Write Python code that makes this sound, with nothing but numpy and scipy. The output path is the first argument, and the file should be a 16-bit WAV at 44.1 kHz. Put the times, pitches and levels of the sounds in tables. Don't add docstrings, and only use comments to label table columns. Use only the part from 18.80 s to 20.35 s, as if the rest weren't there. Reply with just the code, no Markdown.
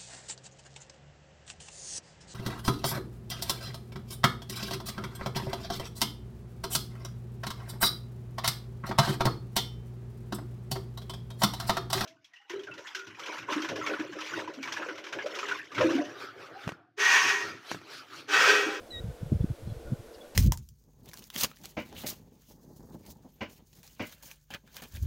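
import sys
import numpy as np
from scipy import signal
from scipy.fft import rfft, irfft
from scipy.io import wavfile
from scipy.ndimage import uniform_filter1d

SR = 44100
rng = np.random.default_rng(int(sys.argv[2]) if len(sys.argv) > 2 else 0)


def store_pcm(level_fs):
    pcm = np.round(np.clip(level_fs, -1, 1) * 32767).astype(np.int16)
    wavfile.write(sys.argv[1], SR, np.atleast_2d(pcm).T)


def gain_from_decibels(decibels):
    exponent = np.asarray(decibels, float) / 20
    return 10 ** exponent


N = 68355


def filtered_noise(gain):
    x = irfft(rfft(rng.standard_normal(N)) * gain, N)
    return x / np.std(x)


def shaped(points):
    hz, db = np.array(points, float).T
    f = np.maximum(np.fft.rfftfreq(N, 1 / SR), 1)
    return filtered_noise(gain_from_decibels(np.interp(np.log(f), np.log(hz), db)))


def throat(hz, width_hz):
    f = np.fft.rfftfreq(N, 1 / SR)
    return filtered_noise(1 / (1 + (2 * (f - hz) / width_hz) ** 2) ** 2)


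def walk(rate):
    k = int(SR / rate)
    held = np.repeat(rng.standard_normal(N // k + 1), k)
    x = uniform_filter1d(uniform_filter1d(held, k), k)[:N]
    return (x - x.mean()) / x.std()


def ramp(t, start, rise):
    return np.sin(np.pi / 2 * np.clip((t - start) / rise, 0, 1)) ** 2


# t/s, f/Hz, level/dB
CALL_PATH = [
    (.104, 4050, -52),
    (.109, 4025, -47),
    (.116, 3985, -44),
    (.13, 3905, -46.5),
    (.143, 3835, -42),
    (.165, 3797, -42.2),
    (.182, 3772, -43),
    (.197, 3828, -45.5),
    (.206, 3800, -60),
]


def plover(t):
    s, hz, db = np.array(CALL_PATH).T
    edge_s, echo_db, echo_t60_s = .0025, -26, .35
    pitch = np.interp(t, s, hz) * (1 + .0008 * walk(98))
    phase = np.pi * np.cumsum(pitch) / SR
    env = np.sqrt(2) * gain_from_decibels(np.interp(t, s, db) + .5 * walk(82))
    env = env * ramp(t, s[0], edge_s) * ramp(-t, -s[-1], edge_s)

    first = gain_from_decibels(-9) * ramp(t, .119, .01) * ramp(-t, -.216, .032) * np.sin(phase)
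    second = np.sin(2 * phase)
    third = gain_from_decibels(-38) * np.sin(3 * phase)
    fourth_db = -23 - 60 * np.clip(t - s[0], 0, 1)
    fourth = gain_from_decibels(fourth_db) * np.sin(4 * phase)
    call = env * (first + second + third + fourth)

    tail = rng.standard_normal(N // 4) * gain_from_decibels(-60 * t[:N // 4] / echo_t60_s)
    echo = signal.fftconvolve(call, tail / np.linalg.norm(tail))[:N]
    return call + gain_from_decibels(echo_db) * echo


# t/s, f/Hz, spread/cycles, peak level/dB
PUSHING_EDDIES = [(0.146, 90, 0.62, -44.5), (0.1679, 80, 0.76, -41.5), (0.232, 83, 0.86, -44),
                  (0.242, 44.6, 0.83, -42), (0.2541, 110, 1.35, -31), (0.2877, 68, 1.5, -35.5),
                  (0.424, 62, 0.29, -33.5), (0.433, 132, 0.34, -23.5), (0.469, 140, 1.3, -35),
                  (0.522, 196, 0.26, -13.5), (0.545, 136, 0.67, -27), (0.6085, 108.6, 0.42, -17),
                  (0.6371, 93, 1.5, -32), (0.64, 165, 1.24, -29), (0.645, 173.5, 0.28, -14),
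                  (0.6443, 323, 0.52, -31), (0.6785, 63.3, 1.2, -40), (0.7047, 180, 0.36, -30),
                  (0.829, 39.2, 0.93, -57), (0.835, 109, 1.2, -40.5), (0.8934, 163, 0.93, -40.5),
                  (0.9215, 56, 0.42, -55), (0.9244, 116.6, 0.43, -27.5), (0.9679, 113, 0.77, -39.5),
                  (1.0571, 40, 1.2, -55), (1.111, 108, 1.6, -39.5), (1.124, 208.7, 0.98, -26.5),
                  (1.133, 239, 0.52, -29), (1.201, 105, 0.5, -37)]
# t/s, f/Hz, spread/cycles, peak level/dB
PULLING_EDDIES = [(0.013, 44.4, 0.17, -48), (0.2098, 68, 0.25, -29), (0.247, 172, 0.85, -33),
                  (0.28, 180, 1.86, -39.5), (0.2924, 133.4, 1.7, -34.5), (0.3065, 95, 1.7, -44),
                  (0.3313, 55.6, 0.74, -42.5), (0.456, 98, 1.7, -42.5), (0.4785, 34, 1.6, -45.5),
                  (0.518, 64.5, 0.57, -33.5), (0.5279, 121, 0.38, -14), (0.5334, 148, 0.22, -16.5),
                  (0.56, 84.6, 0.66, -19.5), (0.5652, 111, 0.28, -23), (0.613, 54, 0.6, -28.5),
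                  (0.649, 233, 0.98, -37), (0.6827, 40.5, 0.78, -41.5), (0.7101, 121, 0.66, -22.5),
                  (0.7214, 65, 0.61, -33), (0.8633, 68, 0.29, -33), (0.8758, 125, 0.29, -24.0),
                  (0.9012, 108, 1.5, -35), (0.9755, 49, 0.36, -36.5), (1.009, 67.5, 1.1, -51),
                  (1.0764, 52, 0.89, -43.5), (1.1147, 226, 1.2, -39.5), (1.1284, 126, 0.97, -22),
                  (1.288, 60.4, 0.49, -50), (1.369, 59.6, 0.35, -51)]
# t/s, level/dB
GUST_LEVEL = [(0, -59), (.08, -67), (.13, -58.5), (0.199, -55), (.36, -66), (.4, -57), (.45, -54.5),
              (.72, -53), (.76, -74), (.81, -54.5), (0.901, -48), (1.0, -62), (1.12, -53.5), (1.22, -57.5),
              (1.25, -66), (1.3, -67), (1.4, -70), (1.5, -67)]
# f/Hz, level/dB (per Hz)
RUMBLE_COLOUR = [(20, 2.5), (45, 0), (90, -2), (150, -4.5), (250, -7), (400, -50), (1500, -110)]


def wind(t):
    thumps = np.zeros(N)
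    for way, eddies in ((1, PUSHING_EDDIES), (-1.01, PULLING_EDDIES)):
        for s, hz, cycles, db in eddies:
            turn = 2 * np.pi * hz * (t - s)
            bell = np.exp(-.5 * (turn / (2 * np.pi * cycles)) ** 2)
            swing = bell * np.cos(turn)
            net_push = bell * swing.sum() / bell.sum()
            thumps += way * gain_from_decibels(db) * (swing - net_push)
    strength = 2 * uniform_filter1d(thumps ** 2, size=300)
    crest_hiss = gain_from_decibels(-12) * strength * throat(330, 350)

    s, db = np.array(GUST_LEVEL).T
    rumble_db = 3 + np.interp(t, s, db) + 2.5 * walk(34.53)
    return thumps + crest_hiss + gain_from_decibels(rumble_db) * shaped(RUMBLE_COLOUR)


# f/Hz, width/Hz, level/dB, flicker/dB
FROG_THROATS = [(241, 82, -67, 0.5), (339.4, 84, -61.5, 2), (451.2, 58, -59.5, 2), (498, 44, -60.5, 1.5),
                (568.7, 135, -62, 1.5), (682, 264, -64.5, -0.5), (1466, 440, -71.5, 1.5),
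                (3500, 1400, -78, 2.5)]
# t/s, level/dB
CHORUS_SWELL = [(0, 2), (.16, 2.5), (.35, 0), (.55, 1.5), (.75, -3), (1.0, 3), (1.12, 6.5), (1.23, -3.5),
                (1.3, 2.5), (1.38, -2.5), (1.45, 7.5), (1.5, -8.5), (1.55, 3.5)]
# t/s, f/Hz, length/s, level/dB
FAR_PIPS = [(.11, 2850, .005, -64), (.281, 1450, .008, -63), (.851, 3800, .004, -68),
            (.218, 1470, .008, -62), (.235, 1470, .014, -63.5), (.315, 1500, .012, -61),
            (.475, 3450, .006, -67), (.616, 3480, .008, -60.5), (.627, 3430, .007, -64),
            (.693, 1500, .006, -60), (.695, 3400, .006, -67), (.763, 1420, .007, -62),
            (.761, 3400, .008, -67), (.942, 1450, .01, -62), (1.003, 1450, .01, -62),
            (1.084, 1420, .024, -57), (1.302, 1450, .01, -63), (1.354, 2850, .01, -62.5),
            (1.383, 1700, .005, -59), (1.45, 1480, .007, -62), (.526, 620, .014, -47),
            (.557, 480, .016, -50), (.607, 480, .02, -47), (.694, 450, .016, -50),
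            (1.4168, 3410, .013, -53), (1.431, 3380, .005, -64), (1.44, 1420, .007, -61)]


def chorus(t):
    out = np.zeros(N)
    for hz, width_hz, db, flicker_db in FROG_THROATS:
        out += gain_from_decibels(db + flicker_db * walk(40.2)) * throat(hz, width_hz)
    s, swell_db = np.array(CHORUS_SWELL).T
    out *= gain_from_decibels(np.interp(t, s, swell_db))

    grain_db = 1.3 * walk(250)
    for s, hz, length, db in FAR_PIPS:
        env = np.sqrt(2) * gain_from_decibels(db + grain_db) * np.exp(-(2 * (t - s) / length) ** 4)
        out += env * np.sin(2 * np.pi * hz * t + rng.uniform(0, 2 * np.pi))
    return out


# start t/s, end t/s, top f/Hz, sag f/Hz, level/dB
FAR_WHISTLES = [
    (.868, .922, 4200, 750, -67),
    (.89, .927, 3360, 100, -66.5),
]


def far_birds(t):
    start_s, rise_s, fade_s = 1.332, .01, .011
    fade = np.exp(-np.maximum(t - start_s - 2.3 * rise_s, 0) / fade_s)
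    out = gain_from_decibels(-59) * ramp(t, start_s, rise_s) * fade * throat(4500, 2400)
    for start, end, hz, sag_hz, db in FAR_WHISTLES:
        u = np.clip((t - start) / (end - start), 0, 1)
        pitch = hz - sag_hz * (u - .33) ** 2
        env = ramp(t, start, 0.0044) * ramp(-t, -end, 0.0035) * gain_from_decibels(1.2 * walk(140.4))
        out += np.sqrt(2) * gain_from_decibels(db) * env * np.sin(2 * np.pi * np.cumsum(pitch) / SR)
    return out


# f/Hz, level/dB (per Hz)
AIR_COLOUR = [(25, -37), (170, -23), (300, -12), (520, -9), (820, -18.5), (2000, -26), (12500, -35),
              (15700, -39.5)]


def air(t):
    whine = gain_from_decibels(-85) * np.sin(2 * np.pi * 15734 * t)
    return gain_from_decibels(-54) * shaped(AIR_COLOUR) + whine


def scene():
    t = np.arange(N) / SR
    return (plover(t) + wind(t) + chorus(t) + far_birds(t) + air(t))[None]


def low_pass(x):
    return signal.sosfilt(signal.butter(12, 15770, fs=SR, output="sos"), x)


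def record(dry):
    return low_pass(dry)


dry = scene()
out = record(dry)
store_pcm(out)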